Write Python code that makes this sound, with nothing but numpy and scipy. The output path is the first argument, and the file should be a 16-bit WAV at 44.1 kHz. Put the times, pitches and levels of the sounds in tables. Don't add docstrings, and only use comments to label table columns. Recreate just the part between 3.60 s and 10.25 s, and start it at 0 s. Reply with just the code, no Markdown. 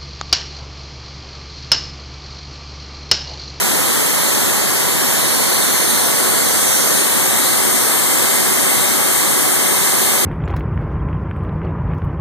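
import sys
import numpy as np
from scipy import signal
from scipy.fft import rfft, irfft
from scipy.io import wavfile

SR = 44100
rng = np.random.default_rng(int(sys.argv[2]) if len(sys.argv) > 2 else 0)


def master_out(mix):
    frames = np.transpose(np.atleast_2d(mix))
    ceiling = np.clip(frames, -1, 1)
    pcm = np.round(ceiling * 32767).astype(np.int16)
    wavfile.write(sys.argv[1], SR, pcm)


N = 293265
TIME = np.arange(N) / SR
FREQS = np.maximum(np.arange(N // 2 + 1) * SR / N, 1)
CUTOFF_HZ = 13950
WHISTLE_FLANK_HZ, WHISTLE_CORE_HZ = 9330, 8595


def from_db(db):
    return 10 ** (np.asarray(db) / 20)


def rms_one(x):
    return x / np.sqrt(np.mean(np.abs(x) ** 2) + 1e-20)


def in_time(points):
    return np.interp(TIME, *np.transpose(points))


def across_hz(points):
    hz, value = np.transpose(points)
    return np.interp(np.log(FREQS), np.log(hz), value)


def coloured(x, gain):
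    return irfft(rfft(x) * gain, N)


def past(place, edge, softness):
    return .5 + .5 * np.tanh((place - edge) / softness)


def drift(rate_hz):
    hop, settling = 40, 2000
    pole = np.exp(-2 * np.pi * hop * rate_hz / SR)
    white = rng.standard_normal(N // hop + settling + 2)
    slow = signal.lfilter([1], [1, -2 * pole, pole * pole], white)[settling:]
    return np.interp(np.arange(N) / hop, np.arange(len(slow)), rms_one(slow))


def breathy(hz, width_hz):
    white = rng.standard_normal((2, N)) + 1j * rng.standard_normal((2, N))
    envelope = signal.sosfilt(signal.butter(2, width_hz / 2, fs=SR, output="sos"), white)
    carrier = np.exp(2j * np.pi * np.cumsum(hz * np.ones(N)) / SR)
    return rms_one(np.real(envelope * carrier))


def buffeting(level_db=-49, edge_hz=49, swing_db=7):
    rumble = signal.sosfilt(signal.butter(2, edge_hz, fs=SR, output="sos"), rng.standard_normal((2, N)))
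    gusts = from_db(swing_db * np.minimum(drift(rate_hz=9), 2))
    return from_db(level_db) * rms_one(rumble * gusts)


def shaft(place, jitter=.00005):
    # (time [s], speed [turns/s])
    rotor_speed = [(0, 367), (1.3, 368.6), (2.0, 369.3), (3.1, 372.4), (3.7, 373.3), (4.2, 373.5),
                   (4.9, 375.5), (5.7, 376), (6.65, 375)]
    hum_places = [.05, .15, .5, 1]
    # (level at each of the four points [dB], right minus left [dB])
    harmonics = [(-46, -41, -38, -30.7, -9), (-54, -50, -44, -39, -18), (-46, -35, -40, -36, -32)]
    speed = in_time(rotor_speed) * (1 + jitter * drift(rate_hz=11))
    angle = 2 * np.pi * np.cumsum(speed) / SR
    hum = np.zeros((2, N))
    for k, (*levels_db, right_db) in enumerate(harmonics, 1):
        amplitude = np.sqrt(2) * from_db(np.interp(place, hum_places, levels_db))
        hum += amplitude * np.sin(k * angle) * from_db([[0], [right_db]])
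    return hum


def housing(place, waver_db=1.3):
    # (frequency [Hz], width [Hz], level at the side [dB], half way [dB], at the end [dB])
    modes = [(397, 400, -35, -29.5, -40), (2099, 142, -34.5, -37, -31), (8970, 1100, -33.5, -27.5, -31),
             (11210, 2400, -29.5, -25, -26.5), (13670, 730, -35, -28, -27.5)]
    sound = np.zeros((2, N))
    for hz, width_hz, *levels_db in modes:
        level_db = np.interp(place, [0, .5, 1], levels_db)
        sound += breathy(hz, width_hz) * from_db(level_db + waver_db * drift(rate_hz=17))
    return sound


def lobes(place):
    # (frequency [Hz], width [Hz], level [dB], peak at left port [place], at right port [place],
    # half-width [place])
    beams = [(4260, 560, -32, 0.33, 0.22, 0.11), (6600, 700, -33, 0.28, 0.29, 0.025),
             (6085, 740, -25.5, 0.45, 0.51, 0.12), (8590, 670, -25.5, 0.83, 0.44, 0.085)]
    sound = np.zeros((2, N))
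    for hz, width_hz, level_db, left, right, half_width in beams:
        off_axis = (place - np.array([[left], [right]])) / half_width
        sound += breathy(hz, width_hz) * from_db(level_db) / (1 + off_axis ** 2)
    return sound


def outlet(place):
    # (aim [place], level there [dB], loss off aim [dB/place], loss beside beam [dB])
    whistle_at_ports = [(0.86, -20, 11.5, 20), (0.35, -25.5, 10, 17)]
    in_beam = past(place, edge=.17, softness=.051)
    in_core = past(place, edge=.34, softness=.04)
    hz = WHISTLE_FLANK_HZ + (WHISTLE_CORE_HZ - WHISTLE_FLANK_HZ) * in_core
    ports_db = [top_db - off_aim_db * np.abs(place - aim) - beside_db * (1 - in_beam)
                for aim, top_db, off_aim_db, beside_db in whistle_at_ports]
    return breathy(hz, width_hz=920) * from_db(ports_db)


def exhaust_jet(level_db=-15.5, body_edge_hz=3600):
    # (frequency [Hz], relative spectral density [dB])
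    spectrum = [(40, -71), (70, -61), (150, -50.2), (300, -49.3), (420, -50.2), (650, -53.6), (950, -53.4),
                (1500, -56.2), (1850, -54.9), (2500, -57.6), (3800, -58.5), (4600, -59.2), (5250, -60.4),
                (5900, -58.3), (6700, -57.2), (7900, -56.3), (13500, -58.7)]
    # (time [s], level [dB])
    treble_level = [(0, 0), (.7, .3), (1.05, -0.6), (1.6, 0.1), (2.3, 0), (3.3, -0.1), (4.2, 0), (6.65, .3)]
    response = from_db(across_hz(spectrum)) * (FREQS < CUTOFF_HZ)
    jet = rms_one(coloured(rng.standard_normal((2, N)), response))
    body = coloured(jet, 1 / (1 + (FREQS / body_edge_hz) ** 4))
    treble = (jet - body) * from_db(in_time(treble_level))
    return from_db(level_db) * (body + treble)


def port_shadow(x):
    # (frequency [Hz], right minus left [dB])
    port_shade = [(60, -3), (300, -11.5), (700, -8.5), (1300, 3), (1900, -8), (3200, -7.5), (5000, 0.5),
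                  (9000, 0.5), (13000, 0)]
    shade = from_db(across_hz(port_shade))
    return coloured(x, np.array([np.ones_like(shade), shade]) * np.sqrt(2 / (1 + shade ** 2)))


def swishing(x, from_hz=3800, patch_hz=600, rate_hz=3.5):
    # (time [s], spread [dB])
    swish_depth = [(0, .7), (.7, 1), (1.8, 1.5), (3.6, 1.4), (4.3, .85), (6.65, .75)]
    spread_db = in_time(swish_depth)
    out, spectrum = x.copy(), rfft(x)
    for hz in np.arange(from_hz, CUTOFF_HZ, patch_hz):
        patch = irfft(spectrum * np.maximum(1 - np.abs(FREQS - hz) / patch_hz, 0), N)
        shared, left, right = (drift(rate_hz) for _ in range(3))
        swell = (shared + np.array([left, right])) / np.sqrt(2)
        swing_db = spread_db * (WHISTLE_CORE_HZ / hz) ** .45
        out += patch * (from_db(swing_db * swell) - 1)
    return out


def nearby_surfaces(x, place, edge_hz=2100, oversample=4):
    # (nominal delay at the side [ms], at the end [ms], level [dB])
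    reflections = [(1.3, 2.1, -20), (3.4, 2.7, -20), (6.3, 7.4, -20), (11.2, 10.3, -20)]
    treble = signal.sosfilt(signal.butter(2, edge_hz, "high", fs=SR, output="sos"), x)
    out = x.copy()
    for port in range(2):
        fine = signal.resample_poly(treble[port], oversample, 1)
        for side_ms, end_ms, level_db in reflections:
            delay_ms = (side_ms + (end_ms - side_ms) * place) * rng.uniform(0.93, 1.04)
            read_at = oversample * SR * (TIME - delay_ms / 1000)
            out[port] += from_db(level_db) * np.interp(read_at, np.arange(len(fine)), fine, left=0)
    return out


def widener(ports, lag_s=17 / SR):
    # (frequency [Hz], share subtracted [ratio])
    crossfeed = [(100, 0.9), (4100, 1), (4600, 0.51), (5300, 0.39), (7000, 0.12), (13000, 0.22)]
    share = np.clip(across_hz(crossfeed), 0, 1)
    opposite = coloured(ports[::-1], share * np.exp(-2j * np.pi * FREQS * lag_s))
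    return coloured(ports - opposite, 1 / np.sqrt(1 + share ** 2))


def hollowed(x, hz=2620, half_width_hz=255):
    band = 1 / (1 + ((FREQS - hz) / half_width_hz) ** 12)
    return x - coloured(x.mean(axis=0), band * from_db(0.17))


def scene():
    # (time [s], place [0 at the side, 1 at the end])
    walk = [(0, 0.058), (.7, 0.015), (2.0, 0.26), (3.1, 0.42), (3.8, 0.93), (6.65, 1)]
    place = in_time(walk)
    air = exhaust_jet() + housing(place) + outlet(place) + lobes(place)
    air = swishing(port_shadow(air))
    return nearby_surfaces(air, place) + shaft(place) + buffeting()


def record(dry, bass_cut_hz=45, peak_limit=.85):
    ports = signal.sosfilt(signal.butter(2, bass_cut_hz, "high", fs=SR, output="sos"), dry)
    wide = np.clip(widener(ports), -peak_limit, peak_limit)
    return coloured(hollowed(wide), 1 / np.sqrt(1 + (FREQS / CUTOFF_HZ) ** 1200))


dry = scene()
out = record(dry)
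master_out(out)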